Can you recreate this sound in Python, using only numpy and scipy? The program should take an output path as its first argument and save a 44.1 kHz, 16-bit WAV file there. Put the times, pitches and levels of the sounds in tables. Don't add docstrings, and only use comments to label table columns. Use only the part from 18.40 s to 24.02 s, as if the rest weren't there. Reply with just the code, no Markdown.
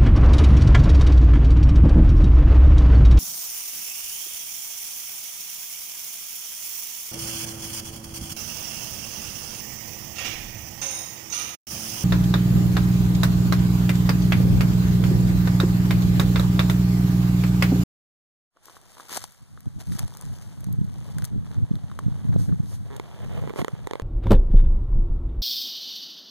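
import sys
import numpy as np
from scipy import signal
from scipy.fft import rfft, irfft
from scipy.io import wavfile
from scipy.ndimage import uniform_filter1d

SR = 44100
rng = np.random.default_rng(int(sys.argv[2]) if len(sys.argv) > 2 else 0)


def int16_out(signal):
    q = np.round(np.clip(np.atleast_2d(signal).T, -1, 1) * 32767)
    wavfile.write(sys.argv[1], SR, q.astype(np.int16))


N = 247842
TIME = np.arange(N) / SR
PORT_LAG = 17
GRIP_S = 4.45

# t/s, size spread/dB
GRITTINESS = [(0, -2.5), (.6, 1.5), (.73, -3.5), (.95, -3), (1.8, -2.5), (2.4, 4), (3.2, -3), (4, -4.5),
              (5.6, 4)]
# t/s, needle level/dB, soil level/dB
LITTER_STIR = [(.2, -91, -82), (.28, -80, -58), (.5, -56, -61.5), (.85, -53.5, -67), (1.08, -68, -83),
               (1.36, -65, -70), (1.5, -53, -62), (1.75, -59, -58), (1.95, -55.5, -56), (2.38, -65, -61),
               (2.7, -57, -53), (2.96, -70.5, -62), (3.4, -67, -57), (3.799, -61.5, -54.5),
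               (4.42, -64.5, -63), (4.72, -62.5, -51), (5, -59, -56), (5.62, -69, -55.5)]
# f/Hz, level/dB
NEEDLE_SPECTRUM = [(300, -39.5), (1200, 0.5), (2200, -1.5), (3500, -3), (5500, -0.5), (8500, -0.5),
                   (11000, -4.5), (14500, -10), (16000, -54)]


def undb(db):
    return 10 ** (np.asarray(db) / 20)


def curve(rows):
    return np.interp(TIME, *np.transpose(rows))


def fade(t, t60):
    return undb(-60 * t / t60)


def add(out, s, sound):
    i = max(int(s * SR), 0)
    out[:, i:i + sound.shape[1]] += sound[:, :max(N - i, 0)]


def eq_gain(points, size):
    hz, db = np.transpose(points)
    return undb(np.interp(np.log(np.fft.rfftfreq(size, 1 / SR) + 1), np.log(hz), db))


def colour(x, points, size=4096):
    gain = eq_gain(points, size)
    gain /= np.sqrt(np.mean(gain ** 2))
    cepstrum = irfft(np.log(gain))[:size // 2]
    cepstrum[1:] *= 2
    response = irfft(np.exp(rfft(cepstrum, size)))
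    return signal.fftconvolve(x, response[None], axes=1)[:, :x.shape[1]]


def diffuse(pair):
    # f/Hz, side over mid/dB
    width = [(100, -14.5), (2600, -2.5), (5200, 1.5), (8000, 0.5), (11000, 2), (15000, -1.5)]
    mid = pair[0]
    side = irfft(rfft(pair[1]) * eq_gain(width, N), N)
    return np.array([mid + side, mid - side]) / np.sqrt(2)


def pan_left(x, db=4):
    return x * undb([[db], [-db]])


def port_delay(x):
    return np.pad(x, ((0, 0), (PORT_LAG, 0)))[:, :N]


def grains(per_s, spread_db, t60, bed):
    size = undb(spread_db * np.minimum(rng.exponential(size=N), 4.5))
    hits = (rng.random(N) < per_s / SR) * size ** 2
    power = signal.lfilter([1], [1, -fade(1 / SR, t60) ** 2], hits) + 1e-9
    power /= np.maximum(uniform_filter1d(power, size=3500), 1e-9)
    return np.sqrt((power + bed) / (1 + bed)) * rng.standard_normal((2, N))


def push_power(rows, attack_s, build_db, t60):
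    power = 0
    for start, length, db in rows:
        t = TIME - start
        attack = np.clip(t / attack_s, 0, 1)
        build = undb(db + build_db * (np.clip(t / length, 0, 1) - 1.5))
        release = fade(np.maximum(t - length, 0), t60)
        power += (attack * build * release) ** 2
    return power


def woodland(level_db=-56):
    # f/Hz, level/dB
    air_spectrum = [(30, 20), (150, -1.5), (400, 0), (1000, 0.5), (2000, -6.5), (5000, -11), (10000, -9.5),
                    (15000, -29)]
    return undb(level_db) * diffuse(colour(rng.standard_normal((2, N)), air_spectrum))


def airflow_db(gust_edge=6):
    # t/s, level/dB
    breeze = [(.15, -69.5), (.38, -59), (.95, -61.5), (1.3, -42.5), (1.75, -45), (2.6, -38), (3.1, -41.5),
              (3.55, -37), (3.85, -30), (4.4, -35), (4.7, -43), (5.05, -44), (5.62, -52)]
    # peak t/s, length/s, level/dB
    gusts = [(.806, 0.17, -49.5), (1.021, 0.029, -45), (1.152, 0.087, -42.5), (1.272, 0.019, -27),
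             (1.375, 0.03, -30.5), (1.518, 0.086, -27.5), (1.629, 0.065, -30), (1.892, 0.11, -33.5),
             (1.984, 0.032, -39), (2.08, 0.026, -38), (2.22, 0.081, -36), (2.308, 0.072, -33.5),
             (2.394, 0.19, -30.5), (2.574, 0.12, -36), (2.694, 0.057, -35), (2.797, 0.1, -30),
             (2.955, 0.094, -26.5), (3.068, 0.15, -34), (3.201, 0.088, -26), (3.354, 0.041, -26),
             (3.51, .07, -41.5), (3.688, .13, -31), (3.96, 0.16, -23.5), (4.11, 0.061, -21),
             (4.248, 0.032, -30.5), (4.423, 0.032, -37), (4.961, 0.29, -31.5), (5.199, 0.021, -26.5),
             (5.422, 0.094, -36)]
    gust_power = sum(undb(db) ** 2 * np.exp(-np.abs(2 * (TIME - s) / length) ** gust_edge)
                     for s, length, db in gusts)
    return 10 * np.log10(undb(curve(breeze)) ** 2 + gust_power)


def wind(whirl_db=-43, whirl_growth=1.5, strong_db=-25):
    # f/Hz, level/dB
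    rumble_spectrum = [(20, -2), (45, -14.5), (75, 4.5), (125, 3.5), (175, 0), (255, -12), (400, -30),
                       (600, -40.5), (1500, -67), (5000, -99)]
    # f/Hz, level/dB
    whirl_spectrum = [(120, -25.5), (260, 8), (360, -4), (520, -10.5), (800, -33.5), (1500, -24.5),
                      (4000, -60)]
    flow_db = airflow_db()
    rumble = colour(rng.standard_normal((2, N)), rumble_spectrum) * undb(flow_db + 3)
    whirls = colour(grains(per_s=60, spread_db=7, t60=.027, bed=.32), whirl_spectrum)
    return rumble + whirls * undb(whirl_db + whirl_growth * (flow_db - strong_db))


def buffets(trim_db=-2, width_cycles=.5, whirl_db=-17, whirl_ratio=1.91):
    # t/s, level/dB, f/Hz
    eddies = [(2.273, -18.5, 150), (2.289, -19.5, 148), (2.31, -19.5, 148), (2.389, -13.5, 140),
              (2.416, -11.5, 152), (2.447, -20, 143), (2.77, -17, 143), (2.783, -26, 152),
              (2.835, -20, 117), (2.961, -16.5, 173), (2.98, -24, 140), (3.184, -22, 133),
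              (3.217, -27, 125), (3.242, -19, 121), (3.314, -9.5, 165), (3.442, -19.5, 112),
              (3.666, -8.5, 125), (3.683, -12.5, 155), (3.852, -15.5, 153), (3.896, -16, 120),
              (3.962, -21.5, 475), (3.962, -8.5, 137), (4.012, -12, 125), (4.087, -15.5, 134),
              (4.127, -11, 135), (4.144, -16, 148), (4.203, -11, 130), (4.952, -25, 174),
              (5.024, -22.5, 105), (5.226, -17, 190), (5.337, -18, 126)]
    out, t = np.zeros((2, N)), TIME[:2048] - TIME[1024]
    for s, db, hz in eddies:
        eddy, whirl = (np.cos(2 * np.pi * f * t) * np.exp(-.5 * (t * f / width_cycles) ** 2)
                       for f in (hz, hz * whirl_ratio))
        thump = 2 * undb(db + trim_db) * (eddy + undb(whirl_db) * whirl)
        add(out, s + t[0], np.outer([0, -1], thump))
    return out


def case_ring(treble_db, vary_db=.27, detune=.097):
    # f/Hz, t60/s, level/dB, left port gain/right port gain
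    modes = [(468, 0.015, 1.5, -0.22), (1000, 0.0074, -3, 0.54), (1860, 0.0076, -6, -0.15),
             (3270, .005, -14, .3), (6700, .002, -16.5, 0.65), (8240, 0.0048, -25.5, 0.53)]
    t, out = TIME[:2048], 0
    for hz, t60, db, left in modes:
        strength, pitch = rng.standard_normal(2)
        mode = np.sin(2 * np.pi * hz * (1 + detune * pitch) * t) * fade(t, t60)
        shelf_db = treble_db * hz / (hz + 1500)
        out += undb(db + vary_db * strength + shelf_db) * np.outer([left, 1], mode)
    return out


def friction(grip_db=-55):
    # t/s, length/s, level/dB
    strokes = [(4.305, 0.025, -45.5), (4.5, 0.073, -49), (4.79, 0.058, -42.5), (4.89, 0.11, -37.5),
               (5.01, .1, -39.5), (5.16, 0.053, -29.5)]
    grip = (TIME > GRIP_S) * undb(grip_db)
    return np.sqrt(grip ** 2 + push_power(strokes, attack_s=.011, build_db=6.5, t60=.057))


def catches(count=110, over_friction_db=10.5, spread_db=3.5):
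    out, strength = np.zeros((2, N)), friction()
    times = rng.uniform(GRIP_S, TIME[-1], count)
    sizes = np.clip(rng.standard_normal(count), -2, .2)
    for s, size in zip(times, sizes):
        gain = strength[int(s * SR)] * undb(over_friction_db + spread_db * size)
        add(out, s, gain * case_ring(treble_db=-5))
    return out


def creaks(jitter_s=.0002):
    # start t/s, end t/s, rate/Hz, level/dB, treble/dB
    runs = [(4.504, 4.568, 136, -28, -2.5), (4.949, 4.995, 74, -29, -5)]
    out = np.zeros((2, N))
    for start, end, rate, db, treble_db in runs:
        ring = case_ring(treble_db, vary_db=.5)
        for s in np.arange(start, end, 1 / rate):
            add(out, s + jitter_s * rng.standard_normal(), undb(db + rng.standard_normal()) * ring)
    return out


def slips(trim_db=7.5, ping_db=-4, noise_db=-20, tick_t60=.0013):
    # t/s, level/dB, treble/dB, ping f/Hz
    pops = [(4.5981, -29.5, 1, 3900), (5.026, -30, -33, 3000), (5.038, -25.5, -35, 3000),
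            (5.075, -24, -24.5, 3000), (5.1049, -23.5, -33, 3400), (5.137, -28.5, -20, 3000),
            (5.1602, -25, -23, 3000), (5.1904, -22.5, -17, 3400), (5.1941, -24, -12, 3600),
            (5.197, -35, -6, 3400), (5.2162, -26, -2, 3680), (5.2466, -27, 5.5, 3450),
            (5.282, -28, 1.5, 6060), (5.352, -41, -7, 3400), (5.472, -29.5, 4, 6100),
            (5.511, -30, 4.5, 3480), (5.5345, -28, 0.5, 3300), (5.5551, -27.5, -7.5, 3300),
            (5.598, -30, 0.5, 3600)]
    out, t = np.zeros((2, N)), TIME[:2048]
    for s, db, treble_db, hz in pops:
        ping = undb(ping_db) * np.outer([0, 1], np.sin(2 * np.pi * hz * t))
        noise = undb(noise_db) * rng.standard_normal((2, len(t)))
        tick = undb(treble_db) * fade(t, tick_t60) * (ping + noise)
        add(out, s, undb(db + trim_db) * (2 * case_ring(treble_db) + tick))
    return out


def rubbing(trim_db=1.5):
    # f/Hz, level/dB
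    rub_spectrum = [(80, -35), (250, -15), (450, 2.5), (650, -2.5), (1000, -8), (1900, -15.5),
                    (3300, -17.5), (5000, -34), (12000, -36)]
    texture = colour(grains(per_s=350, spread_db=5, t60=.008, bed=.9), rub_spectrum)
    near, far = texture * friction() * undb(trim_db)
    return np.array([.064 * near + .54 * far, 1.43 * near])


def finger(leak=.17):
    out = catches() + creaks() + slips() + rubbing()
    out[0] += leak * port_delay(out)[1]
    return out


def swishes():
    # t/s, rise/s, fall/s, level/dB
    swells = [(3.975, 0.024, 0.12, -47), (4.219, 0.13, 0.034, -49), (5.147, 0.047, 0.044, -43)]
    # f/Hz, level/dB
    hiss_spectrum = [(800, -11), (2200, -9), (4000, -8), (6000, -4), (9000, -5.5), (11500, -5),
                     (13500, -19), (16000, -31)]
    envelope = sum(undb(db) * np.interp(TIME, [s, s + rise, s + rise + fall], [0, 1, 0])
                   for s, rise, fall, db in swells)
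    return envelope * diffuse(colour(rng.standard_normal((2, N)), hiss_spectrum))


def litter(soil_trim_db=3.5):
    # t/s, length/s, needle level/dB, soil level/dB
    crunches = [(0.145, 0.029, -71, -53.5), (0.224, 0.15, -54.5, -71), (0.558, 0.085, -55, -50),
                (0.679, 0.045, -39.5, -42.5), (0.717, 0.054, -32, -42.5), (0.771, 0.068, -44.5, -56.5),
                (1.387, 0.026, -47, -48), (1.51, 0.053, -46.5, -61), (1.571, 0.06, -47.5, -45.5),
                (2.769, 0.12, -58.5, -55), (3.037, 0.13, -62, -53.5), (3.919, 0.038, -66, -47.5)]
    # f/Hz, level/dB
    soil_spectrum = [(60, -29), (200, 6), (450, 4), (900, 1), (1400, -7.5), (2000, -9), (3300, -10),
                     (6000, -25), (15000, -59)]
    gains = []
    for column in (1, 2):
        stir = undb(curve(np.array(LITTER_STIR)[:, [0, column]]))
        pushes = np.array(crunches)[:, [0, 1, column + 1]]
        gains.append(np.sqrt(stir ** 2 + push_power(pushes, attack_s=.013, build_db=2, t60=.092)))
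    needle_gain, soil_gain = gains
    grit_db = curve(GRITTINESS)
    needles = colour(grains(per_s=600, spread_db=grit_db + 1, t60=.003, bed=.25), NEEDLE_SPECTRUM)
    soil = colour(grains(per_s=280, spread_db=grit_db, t60=.009, bed=.25), soil_spectrum)
    return pan_left(diffuse(needles)) * needle_gain + diffuse(soil) * soil_gain * undb(soil_trim_db)


def fractures(level_db, hz, octaves, cycles, spread_db, count, largest=1.9):
    out, t = np.zeros((2, N)), TIME[:1024]
    onsets = (rng.random(count) * N).astype(int)
    traits = np.clip(rng.standard_normal((count, 3)), -2.2, 2.2)
    for i, (size, pitch, side) in zip(onsets, traits):
        f = min(hz * 2 ** (octaves * pitch), SR / 3)
        arrival_s = np.array([[2.2 - side], [2.2 + side]]) * PORT_LAG / SR / 5
        age = np.maximum(t - arrival_s, 0)
        gain = undb(level_db[i] + spread_db * min(size, largest))
        add(out, TIME[i], gain * np.sin(2 * np.pi * f * age) * fade(age, cycles / f))
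    return out


def crackles():
    stir, lift_db = np.array(LITTER_STIR), curve(GRITTINESS) / 2
    needle_db, soil_db = (curve(stir[:, [0, column]]) + lift_db for column in (1, 2))
    needles = fractures(needle_db + 9, hz=6850, octaves=.92, cycles=6.6, spread_db=2.5, count=400)
    crumbs = fractures(soil_db + 4, hz=1020, octaves=.55, cycles=11, spread_db=4.5, count=260)
    return pan_left(needles) + crumbs


def snaps(crack_trim_db=-1.5, knock_trim_db=3.5, splinter_db=-2, splinter_t60=.005, thin_range_db=40):
    # t/s, crack level/dB, crack t60/s, splinter f/Hz, knock level/dB, knock f/Hz
    breaks = [(0.17, -55, .004, 6600, -35, 1140), (0.2555, -44, 0.015, 9050, -61, 1200),
              (.283, -67, .005, 3800, -34.5, 1050), (0.297, -59, .004, 3600, -37, 1000),
              (0.3673, -59, 0.0055, 3740, -34.5, 1090), (.415, -45.5, 0.0027, 7900, -54, 1200),
              (.570, -60, .004, 4000, -37, 1020), (0.582, -51, .004, 3900, -37, 1010),
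              (0.594, -59, .003, 8700, -45, 1200), (0.598, -50, 0.0048, 3800, -29.5, 1050),
              (0.6042, -49, 0.0036, 6600, -36, 1220), (.6336, -51, .003, 9500, -58, 1300),
              (0.694, -51, 0.0044, 3670, -34, 1100), (0.7372, -45, 0.0028, 6600, -33, 850),
              (.763, -39, .006, 3870, -28, 744), (0.7732, -23, 0.0026, 9600, -16, 730),
              (0.8403, -33, 0.016, 8500, -26.5, 845), (0.922, -46, .003, 11500, -77, 1300),
              (1.175, -67, 0.0057, 2030, -36, 1230), (1.206, -45.5, 0.0043, 12200, -65, 1320),
              (1.257, -52.5, 0.0094, 3400, -39.5, 744), (1.521, -44, 0.0055, 3700, -38, 1720),
              (1.565, -41, .003, 6500, -46, 1300), (1.587, -39.5, 0.02, 4350, -49, 1940),
              (1.592, -27, 0.017, 8400, -43, 1460), (1.679, -45.5, 0.017, 8850, -37, 850),
              (1.7055, -48, 0.0053, 8800, -51, 940), (1.722, -64, .004, 4000, -37, 913),
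              (1.739, -43, 0.0023, 3500, -62, 1300), (1.7504, -44, 0.006, 6400, -36.5, 870),
              (1.765, -62, .003, 4000, -39, 930), (1.771, -35, 0.0042, 9100, -59, 1440),
              (1.8038, -55, .004, 4000, -39, 940), (1.812, -37, 0.0041, 10750, -48, 1270),
              (1.823, -43, 0.005, 9000, -36, 970), (1.831, -58, .003, 6500, -42, 1010),
              (1.8532, -45, 0.0065, 6900, -52, 1200), (1.862, -50, .003, 8900, -52, 1200),
              (1.966, -55, .003, 6500, -48, 1200), (1.987, -48, 0.0027, 6500, -50, 1200),
              (2.023, -43, 0.0045, 9500, -44, 1210), (2.208, -45, 0.0032, 12300, -77, 1200),
              (2.243, -40, 0.0062, 9400, -49, 1018), (2.3273, -34.5, 0.0015, 11600, -80.5, 660),
              (2.7843, -36.5, 0.011, 8600, -32.5, 1520), (2.8221, -38.5, 0.0056, 8800, -35.5, 1470),
              (2.8432, -34, 0.015, 11300, -49, 1580), (2.8505, -35, 0.023, 3970, -68, 970),
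              (3.1152, -50, .007, 4000, -42, 1470), (3.1442, -49, 0.0037, 3980, -45, 1400),
              (3.355, -40.5, 0.0027, 3560, -45, 643), (3.499, -61, .004, 3700, -42, 1330),
              (3.515, -52, 0.0076, 3760, -32.5, 1080), (3.5896, -40, 0.017, 3340, -21.5, 1110),
              (3.93, -58, 0.0076, 3800, -40.5, 1640), (3.9424, -52, .004, 6300, -48, 1300),
              (4.124, -78, .007, 3500, -37.5, 1180), (4.2594, -50, 0.0036, 3770, -64, 1300),
              (4.565, -37.5, 0.0092, 6640, -60, 890)]
    # f/knock f, t60/s, level/dB
    twig_modes = [(.33, 0.0093, -7.5), (1, 0.012, -4), (1.35, 0.0041, -3.5), (2.9, 0.0033, -18)]
    # f/Hz, level/dB
    tick_spectrum = [(500, -16), (3000, -15), (6000, -1), (9500, 2), (12500, -1.5), (15500, -4)]
    cracks, ticks, rings = np.zeros((3, 2, N))
    t = TIME[:2048]
    scatter = undb(-30) * fade(t, t60=.07)
    for s, crack_db, crack_t60, splinter_hz, knock_db, knock_hz in breaks:
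        size = 2 * undb(crack_db + crack_trim_db)
        envelope = size * (fade(t, crack_t60) + scatter)
        thin = np.clip((crack_db - knock_db) / thin_range_db, 0, 1)
        add(cracks, s, np.sqrt(1 - thin) * envelope * rng.standard_normal((2, len(t))))
        add(ticks, s, np.sqrt(thin) * envelope * rng.standard_normal((2, len(t))))
        splinter = size * undb(splinter_db) * fade(t, splinter_t60) * np.sin(2 * np.pi * splinter_hz * t)
        knock = sum(-(-1) ** k * undb(db) * np.sin(2 * np.pi * ratio * knock_hz * t) * fade(t, t60)
                    for k, (ratio, t60, db) in enumerate(twig_modes))
        add(rings, s, undb(knock_db + knock_trim_db) * knock + pan_left(splinter))
    bursts = colour(cracks, NEEDLE_SPECTRUM) + colour(ticks, tick_spectrum)
    return pan_left(diffuse(bursts)) + rings


def scene():
    return litter() + crackles() + snaps() + swishes() + wind() + buffets() + finger() + woodland()


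def record(dry, top_hz=15900):
    # f/Hz, share of the other port
    crossfeed = [(60, 0.86), (1200, 0.63), (2600, 0.85), (5200, 0.6), (7800, 0.59), (10400, 0.25),
                 (13000, 0.91)]
    share = np.interp(np.fft.rfftfreq(N, 1 / SR), *np.transpose(crossfeed))
    opposite = irfft(rfft(port_delay(dry[::-1])) * share, N)
    wide = (dry - opposite) / np.sqrt(2)
    fade_in = np.interp(TIME, [.09, .24], [0, 1]) ** 2
    high_cut = signal.ellip(8, .2, 80, top_hz, fs=SR, output="sos")
    return signal.sosfilt(high_cut, wide * fade_in)


dry = scene()
out = record(dry)
int16_out(out)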